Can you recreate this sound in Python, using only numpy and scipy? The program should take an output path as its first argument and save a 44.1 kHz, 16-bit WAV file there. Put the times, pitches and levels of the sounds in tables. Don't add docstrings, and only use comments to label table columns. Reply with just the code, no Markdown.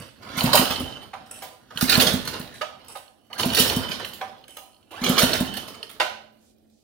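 import sys
import numpy as np
from scipy import signal
from scipy.fft import rfft, irfft, next_fast_len
from scipy.io import wavfile
from scipy.ndimage import uniform_filter1d, map_coordinates

SR = 44100
rng = np.random.default_rng(int(sys.argv[2]) if len(sys.argv) > 2 else 0)


def undo_db(level):
    steps = np.asarray(level, float) / 20
    return 10 ** steps


def wrap_up_sound(samples):
    columns = np.atleast_2d(samples).T
    tamed = np.clip(columns, -1, 1)
    steps = np.round(tamed * 32767).astype(np.int16)
    wavfile.write(sys.argv[1], SR, steps)


N = 301423


def unit(x):
    return x / np.sqrt(np.mean(x ** 2) + 1e-20)


def along(points, hz):
    f, v = np.transpose(points)
    return np.interp(np.log(hz + 1), np.log(f + 1), v)


def curves(rows):
    s, *cols = np.transpose(rows)
    return [np.interp(np.arange(N) / SR, s, c) for c in cols]


def wobble(rate):
    return map_coordinates(rng.standard_normal(int(N * rate / SR) + 4), [np.arange(N) * rate / SR])


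def filtered(x, response):
    m = next_fast_len(N + SR // 2)
    return irfft(rfft(x, m) * response(np.fft.rfftfreq(m, 1 / SR)), m)[..., :N]


def modes(table):
    return lambda f: sum((-1) ** k * undo_db(db) * 1j * f * width / (hz * hz - f * f + 1j * f * width)
                         for k, (hz, width, db) in enumerate(table))


def band(lo_hz, hi_hz):
    return lambda f: (1j * f / (lo_hz + 1j * f)) ** 2 / (1 + 1.4j * f / hi_hz - (f / hi_hz) ** 2)


def bursts(times, dbs, t60s, rise):
    power, t = np.zeros(N + SR), np.arange(SR // 2) / SR
    for s, db, t60 in zip(times, dbs, np.broadcast_to(t60s, len(times))):
        blow = undo_db(db - 60 * t / max(t60, .01)) * (1 - np.exp(-t / rise))
        power[round(s * SR):][:len(t)] += blow ** 2 * (1 - 2 * t)
    return np.sqrt(power[:N])


def gritty(rate, depth_db):
    return unit(undo_db(depth_db * wobble(rate)) * rng.standard_normal(N))


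def shaped(x, response):
    gain = np.sqrt(np.mean(np.abs(response(np.linspace(1, SR / 2, 8192))) ** 2))
    return filtered(x, response) / gain


def patchy(x, depth_db):
    z = signal.stft(x, nperseg=256)[2]
    over_hz = uniform_filter1d(rng.standard_normal(z.shape), 4, 0)
    field = undo_db(depth_db * unit(uniform_filter1d(over_hz, 12, 1)))
    return signal.istft(z * field / np.sqrt(np.mean(field ** 2)), nperseg=256)[1][:N]


# hz, level_db (per Hz)
STILL_AIR = [(20, -17.5), (50, -3.5), (90, -3.5), (150, -13.5), (260, -3.5), (400, -10), (600, -12),
             (820, -19), (950, -46.5), (3000, -40.5), (9000, -39.5), (16000, -48.5)]
# time_s, level_db
FAR_HUM = [
    (0, -71.5),
    (6.06, -79.5),
    (6.12, -55.5),
    (6.5, -65),
    (6.76, -57.5),
    (6.79, -85),
]


def workshop():
    air = shaped(rng.standard_normal((2, N)), lambda f: undo_db(along(STILL_AIR, f)))
    hum_hz = 219
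    hum = undo_db(curves(FAR_HUM)[0] + 1.5 * wobble(6.8)) * np.sin(2 * np.pi * hum_hz * np.arange(N) / SR)
    return undo_db(-65.0 + 1.5 * wobble(2.9)) * air + hum


# start_s, peak_db, length_db (re 490 ms)
REWINDS = [
    (0.0, -37, -4.5),
    (1.261, -57, -2),
    (1.3105, -33, 1),
    (2.54, -44.5, -1),
    (2.882, -37.5, 2),
    (4.479, -44, 5),
    (5.8945, -52.5, -8.5),
]
# hz, level_db (per Hz)
SPRING_NOISE = [(1500, -16), (2700, 0.5), (4500, -25.5), (5500, -4), (7200, -16.5), (7900, 2.5), (8600, -6),
                (9400, 2), (11000, -7.5), (16000, -17.5)]


def rewind_spring():
    s, db, length_db = np.transpose(REWINDS)
    reel = bursts(s, db - 13.0, 0.49 * undo_db(length_db), rise=0.003) * gritty(290, depth_db=4.5)
    snap_db, snap_t60_s = 1.5, 0.022
    reel += bursts(s, db + snap_db, snap_t60_s, rise=0.0011) * rng.standard_normal(N)
    return shaped(reel, lambda f: undo_db(along(SPRING_NOISE, f)))


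# time_s, effort_db
EFFORT = [
    [(0.0, -41.5), (0.13, -69), (0.29, -48.5), (0.42, -33), (0.56, -28.5), (0.72, -37), (0.9, -44.5),
     (1.14, -64), (1.46, -55.5)],
    [(1.58, -71.5), (1.77, -60), (1.9, -30.5), (2.03, -29), (2.2, -40), (2.38, -46.5), (2.57, -57),
     (2.7, -69), (2.91, -57)],
    [(3.1, -87.5), (3.34, -63.5), (3.42, -35), (3.58, -34.5), (3.75, -32.5), (3.9, -46), (4.2, -54.5),
     (4.36, -63.5), (4.7, -86)],
    [(4.93, -68.5), (5.08, -31), (5.22, -32), (5.38, -36), (5.55, -46), (5.84, -60.5), (6.07, -62.5),
     (6.33, -77), (6.83, -90.5)],
]


def follows(at_rest_db, grows):
    return undo_db(at_rest_db + grows * (curves(sum(EFFORT, []))[0] + 39.5))


# hz, width_hz, level_db
CUP_MODES = [(3020, 20, -8.5), (3100, 22, -2)]


def rubbing_pawls():
    return shaped(follows(-71.5, 1.3) * gritty(60, depth_db=2.5), modes(CUP_MODES))


# start_s, peak_db, dull_db, hiss_db
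SLACK_CONTACTS = [(0.223, -40, 3, -13.5), (0.5, -44, -7, -7.5), (1.02, -39.5, 4, -8),
                  (1.261, -46, -23, -14), (1.309, -52, 15, -3), (1.422, -42.5, -6, 8),
                  (1.758, -31, -13.5, -19.5), (2.36, -40.5, 14.5, -17), (2.883, -48, 11.5, -7),
                  (2.955, -45.5, -3, 8.5), (3.523, -25, -1, -9.5), (4.073, -46, -15, 8),
                  (4.479, -39, -5, -12), (4.568, -42, -12, 5), (5.017, -32, 10, -29), (5.167, -22, 11, -5),
                  (5.537, -29.5, -13, -7.5), (5.678, -30, -4, -9.5), (5.893, -34, -10, -5.5)]
# start_s, peak_db, dull_db, hiss_db, ringdown_db (re the rule)
CLACKS = [(0.377, -14, -17.5, -10, -2.5), (0.381, -17.5, -15.5, -7.5, 4), (0.4594, -22.5, -24, -6, -5.5),
          (0.5307, -4, -3, -10.5, -2), (0.553, -7, -14.5, -4, -2.5), (0.573, -12.5, -15.5, -13, -3.5),
          (0.647, -19, -20.5, -10.5, -3.5), (0.7064, -13.5, -18.5, -12, -3.5),
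          (0.797, -32, 0.5, -10.5, -2.5), (1.703, -36, -10, -24.5, 4), (1.8098, -13, -14.5, -5, -2),
          (1.8204, -15.5, -15, -11, -3.5), (1.8945, -11, -18, -6.5, 1), (1.8826, -21, -16.5, -14.5, -3.5),
          (1.9226, -6, -25.5, -19.5, -3), (1.944, -11, -24, -14, -3.5), (1.999, -7, -12.5, -8.5, 1.5),
          (2.068, -7, -19.5, -14, -2), (2.2488, -29, -5.5, -6, -1), (2.275, -16.5, -22, -10.5, -4.5),
          (2.3332, -19, 0.5, -16, -4), (2.543, -30.5, -15, -19, 2.5), (3.381, -19.5, -14.5, -12, 1.5),
          (3.3916, -12.5, -19, -16, -0.5), (3.5312, -21.5, -14, -8.5, -3.5), (3.569, -9, -9, -12, -1),
          (3.585, -7, -23.5, -6.5, 1.5), (3.612, -19, -16, -9.5, -5), (3.68, -20.5, -19, -3, 2.5),
          (3.8839, -27.5, -7, -14, 5), (3.913, -16, -15, -16.5, -1), (3.9942, -25.5, 1, -34.5, 2),
          (4.134, -32, -28, -3.5, 0), (4.9074, -36.5, 0.5, -12.5, 11), (5.039, -9.5, -16, -10.5, -9),
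          (5.06, -14, -11, -23, -1), (5.18, -4.5, -17, -12.5, 0), (5.189, -11, -18, -12, -6),
          (5.205, -13.5, -18.5, -12.5, -4), (5.221, -7, -28.5, -15, -8), (5.2913, -19, -12, -15.5, 1.5),
          (5.334, -12, -22, -7, -2), (5.5666, -19, -22, -16, 0), (5.745, -28, -12, -22, -7)]


def contacts():
    knock_shakes = (-7, -15, -32)  # peak, dull and hiss parts (dB)
    drop_shakes = (-6, -12, -20)
    tick_peak_db, tick_dull_db = -1.9, -2.5
    plain = list(SLACK_CONTACTS)
    for hits, (peak_db, dull_db, hiss_db) in ((KNOCKS, knock_shakes), (LAST_DROP, drop_shakes)):
        plain += [(hit[0], hit[1] + peak_db, dull_db, hiss_db) for hit in hits]
    ticks = [(s, db + tick_peak_db, tick_dull_db, hiss_db, 0) for s, db, _, hiss_db in TICKS]
    rows = CLACKS + [tuple(hit) + (0,) for hit in plain] + ticks
    s, db, dull_db, hiss_db, long_db = np.transpose(rows)
    t60 = 0.11 * undo_db(0.089 * (db + 23.5) + long_db)
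    light = slice(-len(TICKS), None)
    t60[light] = 0.055 * undo_db(0.3 * (db[light] + 22.5))
    return s, db, dull_db, hiss_db, t60


# hz, level_db (per Hz)
METAL_NOISE = [(180, -31.5), (300, 8.5), (572, 5), (621, 4.5), (674, 1), (1470, -4), (2450, -10.5),
               (2990, -4.5), (3410, -9.5), (4440, -12), (7410, -22), (9500, -18), (15600, -19)]
# hz, width_hz, level_db
CASING_MODES = [(1450, 120, -0.5), (3160, 47, -2.5), (4280, 64, -5.5), (7700, 110, -12.5), (9500, 230, -18),
                (12700, 410, -10), (14000, 90, -22)]
# hz, level_db (per Hz)
ROCKING_NOISE = [(20, -32), (45, -10), (100, -2.5), (170, -7.5), (230, -2.5), (330, -13.5), (500, -28.5),
                 (900, -90)]


def engine():
    s, db, dull_db, hiss_db, t60 = contacts()

    def metal(f):
        return undo_db(along(METAL_NOISE, f)) + 0.28 * modes(CASING_MODES)(f)

    jerks = undo_db(1.5 * wobble(45) - 1.5)
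    core = bursts(s - .002, db - 15.5, 0.03, rise=0.0017)
    dull = jerks * follows(-40, 0.9) + bursts(s, db + dull_db - 6.0, 1.4 * t60, rise=0.014)
    sharp = jerks * follows(-44.5, 0.92) + core + bursts(s, db - 14.5, t60, rise=0.0022)
    hiss = jerks * follows(-69.5, 0.25) + bursts(s, db + hiss_db - 7.0, 1.4 * t60, rise=0.0001)
    sound = shaped(dull * gritty(150, depth_db=1.5), lambda f: metal(f) * band(330, 1800)(f))
    sound += shaped(sharp * gritty(350, depth_db=3.0), lambda f: metal(f) * band(1600, 6500)(f))
    sound += shaped(hiss * gritty(400, depth_db=4.5), lambda f: metal(f) * band(6500, 19000)(f))
    sound = patchy(sound, depth_db=2.6)

    rocking = shaped(gritty(25, depth_db=2.0), lambda f: undo_db(along(ROCKING_NOISE, f)))
    puff_s, puff_db = np.transpose(PUFFS)[:2]
    jolts = bursts(puff_s, puff_db - 13.5, 0.27, rise=0.027)
    return sound + (follows(-40, 0.81) + jolts) * rocking


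# start_s, peak_db, bright_db
KNOCKS = [
    (0.229, -48, -16),
    (1.133, -25.5, -36),
    (1.421, -29, 5.5),
    (1.706, -35.5, -5),
    (2.612, -18.5, -4.5),
    (2.953, -32, 4),
    (3.303, -39.5, -17.5),
    (4.212, -21, -33),
    (4.568, -34.5, 2),
    (4.91, -43, -15.5),
]
# start_s, peak_db, bright_db
LAST_DROP = [
    (6.0, -9.5, -1),
]
# hz, width_hz, level_db
COVER_MODES = [(505, 45, 1), (614, 39, 3.5), (765, 30, 4), (1000, 15, 0.5), (1243, 53, -6),
               (1340, 50, -12.5)]
# hz, width_hz, level_db
SEAT_MODES = [(536, 56, 4.5), (630, 44, 10), (716, 27, 6), (779, 37, 7.5), (995, 32, -1.5), (1255, 49, 0),
              (1523, 40, 3), (1980, 43, -4), (2220, 69, -12), (2716, 50, -3.5), (2950, 90, -6.5),
              (3210, 60, -8), (3660, 60, -12), (4370, 91, -16)]
# delay_s, level_db
BOUNCES = [
    (0, 11.5),
    (.0025, 12.5),
    (.0065, 14),
    (.015, 11),
    (.021, 7.5),
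]


def handle():
    sound = np.zeros(N)
    cover = (KNOCKS, COVER_MODES, 1900, 1150)
    seat = (LAST_DROP, SEAT_MODES, 3600, 1300)
    for hits, body, blow_hz, hum_hz in (cover, seat):
        s, db, bright_db = np.transpose(hits)
        blow = bursts(s - .002, db - 8.0, 0.11, rise=0.0014) * gritty(300, depth_db=4.0)
        late, bounce_db = np.transpose(BOUNCES)
        when = s[:, None] + late * rng.uniform(.85, 1.15, (len(s), len(late)))
        np.add.at(blow, np.round(when * SR).astype(int), undo_db(db[:, None] + bounce_db))
        sound += shaped(blow, lambda f: (modes(body)(f) + 0.24) * band(470, blow_hz)(f) ** 2)
        hum_db = -42 + 0.46 * (db + 23.5)
        after = bursts(s, hum_db, 0.57, rise=0.011) * gritty(60, depth_db=1.5)
        sound += shaped(after, lambda f: (modes(body)(f) + 0.1) * band(520, hum_hz)(f) ** 2)
        crack = bursts(s, db + bright_db - 20.5, 0.2, rise=0.0012) * gritty(300, depth_db=3.0)
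        sound += shaped(crack, band(1400, 2800))
    return sound


# start_s, start_hz, end_s, end_hz
WHIRRS = [
    (.23, 450, .41, 2500),
    (1.72, 500, 1.88, 2400),
    (3.30, 500, 3.44, 2400),
    (4.91, 480, 5.055, 2450),
]
WHIRR_LEVELS = [-56, -54.5, -53.5, -51]
WHIRR_ORDERS = [.5, 1, 2, 3]
ORDER_LEVELS = [-5.5, 0, -11, -13.5]


def rope_whirr():
    t, sound = np.arange(N) / SR, np.zeros(N)
    for (start, start_hz, end, end_hz), db in zip(WHIRRS, WHIRR_LEVELS):
        u = np.clip((t - start) / (end - start), 0, 1)
        pitch_hz = start_hz + (end_hz - start_hz) * u ** .8
        turns = np.cumsum(pitch_hz * (1 + .022 * wobble(400))) / SR
        tone = np.zeros(N)
        for k, order_db in zip(WHIRR_ORDERS, ORDER_LEVELS):
            tone += undo_db(order_db - 1.5) * (1 + 1.1 * wobble(150)) * np.sin(2 * np.pi * k * turns)
        sound += undo_db(db + 14 * u) * np.sin(np.pi * u) ** 0.18 * tone
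    return sound


# start_s, peak_db, push_db (low push), hiss_db (valve)
PUFFS = [(0.37, -29.5, 1.5, -5.5), (0.436, -13.5, -6, -9.5), (0.589, -14.5, -9.5, -6.5),
         (0.701, -29, -5, -7.5), (0.801, -20, -13, -14.5), (1.752, -44.5, 4, -7.5),
         (1.822, -14, -8.5, -8.5), (1.973, -12, -10.5, -10.5), (2.061, -30, 5, -20),
         (2.134, -15, -10.5, -12.5), (2.395, -30.5, -5.5, -6.5), (3.455, -14, -17.5, -13),
         (3.596, -14, -17, -1), (3.763, -15.5, -10, -11), (3.894, -32, -0.5, -8),
         (5.011, -25, -18.5, -22.5), (5.031, -26, -14, -15.5), (5.092, -13, -13, -8.5),
         (5.228, -12.5, -5, -6.5), (5.403, -15.5, -10, -14), (5.674, -52.5, 8, -1)]
# ring_hz, ring_t60_s, push_hz, push_t60_s
MUFFLER = (260, 0.15, 165, 0.06)
# pitch_hz, level_db, t60_s
CHAMBER = (192, -9.5, 0.1)


def chuffs():
    sound, t = np.zeros(N + SR), np.arange(SR // 3) / SR
    ring_hz, ring_t60, push_hz, push_t60 = MUFFLER
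    chamber_hz, chamber_db, chamber_t60 = CHAMBER
    beat = 1 + 0.089 * np.cos(2 * np.pi * 50 * t)
    sag, sag_s = -.3, .006
    ring_phase = 2 * np.pi * ring_hz * (t + sag * sag_s * (1 - np.exp(-t / sag_s)))
    for s, db, push_db, _ in PUFFS:
        ring = beat * undo_db(db - 60 * t / ring_t60) * np.sin(ring_phase)
        ring += undo_db(db + chamber_db - 60 * t / chamber_t60) * np.sin(2 * np.pi * chamber_hz * t)
        push = undo_db(db + push_db + 6.5 - 60 * t / push_t60) * np.sin(2 * np.pi * push_hz * t)
        sound[round((s + .005) * SR):][:len(t)] -= (ring + push) * (1 - np.exp(-t / 0.0009))
    s, db, _, hiss_db = np.transpose(PUFFS)
    spit = bursts(s - .002, db + hiss_db - 2.5, 0.066, rise=0.0018)
    leak = bursts(s - .002, db + hiss_db - 21.5, 0.1, rise=0.0018)
    jet = (spit + leak) * rng.standard_normal(N)
    return sound[:N], shaped(jet, lambda f: band(9000, 14000)(f) ** 2)


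# start_s, peak_db, upper_db (upper resonance), hiss_db
TICKS = [(0.4076, -14.5, 4, -15), (0.759, -22.5, 5, -20.5), (0.925, -43, 9, -28), (1.2614, -51, -1, -8),
         (1.358, -44, -6, -14), (1.41, -49.5, 2, -14), (1.7737, -18, -2, -5.5), (1.954, -15.5, 12, -13.5),
         (2.413, -33, 5.5, -14), (2.8458, -46.5, -1, -0.5), (3.08, -49.5, 5, -20),
         (3.3298, -25, -5.5, -9.5), (3.432, -14, -2, -20.5), (3.5013, -20.5, 4, -22.5),
         (3.5467, -16, 6, 2.5), (3.698, -15.5, 4, -9.5), (4.047, -21, -7, -12), (4.44, -43, 2, -14),
         (4.7306, -52.5, 1, -14), (4.7447, -53.5, 2, -9), (4.7648, -55, 5.5, -10), (4.828, -54, 0, -12),
         (5.038, -20, 7, -7.5), (5.332, -18, 9, -6), (5.4812, -42.5, -4, -15), (5.8288, -23, -1, -25.5)]
# hz, width_hz, level_db
PAWL_MODES = [(2900, 370, -1), (4245, 330, -3)]


def pawls():
    s, db, upper_db, _ = np.transpose(TICKS)
    taps = np.zeros((2, N))
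    for late, bounce_db in ((0, 6), (.0016, 2), (.0037, -14.5)):
        size_db = db + bounce_db + 28.5 + rng.normal(0, 1.6, len(s))
        taps[:, np.round((s + late) * SR).astype(int)] += undo_db([size_db, size_db + upper_db])

    def answer(f):
        return np.array([modes([mode])(f) ** 2 + 0.0053 * band(2000, 14000)(f) for mode in PAWL_MODES])

    return filtered(taps, answer).sum(axis=0)


# start_s, level_db, coasting_s
CUP_STRIKES = [
    (0.575, -28, 0.54),
    (0.749, -37, 0.29),
    (1.959, -43.5, 0.57),
    (2.621, -54.5, 0.049),
    (3.589, -31, 0.48),
    (3.755, -35, 0.31),
    (4.488, -50, .05),
    (5.191, -28, 0.52),
    (5.469, -36, 0.23),
    (5.829, -53, 0.053),
]
UPPER_LEVELS = [-3, -16.5, -9, -17, 4.5, -6, -20.5, -14, -20, -18]


def cup():
    sound, t = np.zeros(N + SR), np.arange(SR) / SR
    cup_hz, split_hz, upper_hz = 3048, 48, 5390
    cup_t60_s, upper_t60_s = 1.13, 1.1
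    for (s, db, coast), upper_db in zip(CUP_STRIKES, UPPER_LEVELS):
        split = split_hz * np.cumsum(np.clip(1 - t / coast, 0, 1)) / SR
        ring = np.sin(2 * np.pi * (cup_hz * t + split))
        ring += undo_db(-3.5) * np.sin(2 * np.pi * (cup_hz * t - split))
        upper = np.sin(2 * np.pi * upper_hz * t) * np.cos(2 * np.pi * split)
        ring += undo_db(upper_db - 60 * t / upper_t60_s) * upper
        sound[round(s * SR):][:SR] += undo_db(db - 60 * t / cup_t60_s) * (1 - np.exp(-t / 0.008)) * (1 - t) * ring
    return sound[:N] * undo_db(2.5 * wobble(30))


# centre_s, level_db, half_length_s, low_hz, high_hz
RUSTLES = [
    (6.47, -66.5, 0.072, 2700, 9600),
    (6.77, -71.5, .07, 4000, 6500),
    (6.29, -82, 0.018, 3500, 5000),
]


def sleeve():
    t, sound = np.arange(N) / SR, np.zeros((2, N))
    cloth = np.array([gritty(200, depth_db=1.5), gritty(200, depth_db=1.5)])
    for s, db, half, lo_hz, hi_hz in RUSTLES:
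        brush = undo_db(db) * np.exp(-((t - s) / half) ** 4) * cloth
        sound += shaped(brush, lambda f: band(lo_hz, hi_hz)(f) ** 2)
    return sound


def tails(points, scale, gap):
    hz, t, z = signal.stft(rng.standard_normal((2, SR // 2)), SR, nperseg=128)
    decay = undo_db(-60 * t / (scale * along(points, hz))[:, None])
    tail = signal.istft(z * decay, SR, nperseg=128)[1]
    return np.pad(tail / np.linalg.norm(tail[0]), ((0, 0), (gap, 0)))


# hz, t60_s
WALLS = [(100, 0.97), (500, 0.63), (1400, 0.44), (4000, 0.48), (12000, 0.33)]
# hz, level_db
APART = [(50, -8), (300, -11), (700, -3), (2000, 1), (6000, 5), (15000, 5)]


def room(x):
    out, step, fade = np.zeros((2, N + 2 * SR)), SR // 5, SR // 50
    ramp = np.sin(np.pi / 2 * np.arange(fade) / fade)
    window = np.concatenate([ramp, np.ones(step - fade), ramp[::-1]])
    for start in range(0, N, step):
        bench = tails(WALLS, 0.047, gap=20)[:, :SR // 2]
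        walls = tails(WALLS, 1.0, gap=400)[:, :SR // 2]
        piece = x[start:start + step + fade]
        part = signal.fftconvolve((piece * window[:len(piece)])[None], bench + undo_db(-2) * walls, axes=1)
        out[:, start:start + part.shape[1]] += part
    return filtered(out[:, :N], lambda f: undo_db(along(APART, f)))


def scene():
    starter = rewind_spring() + rubbing_pawls() + rope_whirr()
    (puff, jet), ticks, knocks = chuffs(), pawls(), handle()
    near = starter + engine() + jet
    direct = near + knocks + puff + ticks + cup()
    reflected = room(near + undo_db(-2) * knocks + undo_db(-3.5) * puff + undo_db(-15.5) * ticks)
    return workshop() + undo_db(-0.52) * (direct + reflected) + sleeve()


def top_cut(x):
    return signal.sosfilt(signal.butter(12, 16980, fs=SR, output="sos"), x)


# hz, level_db
LEAN = [(60, -1), (120, -1), (240, -3), (480, -5.5), (950, -5.5), (1890, -5.5), (3770, -9.5), (7520, -4),
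        (15000, -5)]


def record(dry):
    side = np.array([[.5], [-.5]])
    lag_fades_hz, top_hz = 7100, 15800

    def port(f):
        return undo_db(side * along(LEAN, f)) * np.exp(4j * np.pi * side * f / SR / (1 + (f / lag_fades_hz) ** 4))

    def edge(f):
        return undo_db(-60 * np.clip((f - top_hz) / 250, 0, 1.5)) * 1j * f / (60 + 1j * f)

    ports = filtered(dry, port)
    soft = ports / np.sqrt(np.sqrt(1 + (ports / .8) ** 4))
    return top_cut(filtered(soft, edge))


dry = scene()
out = record(dry)
wrap_up_sound(out)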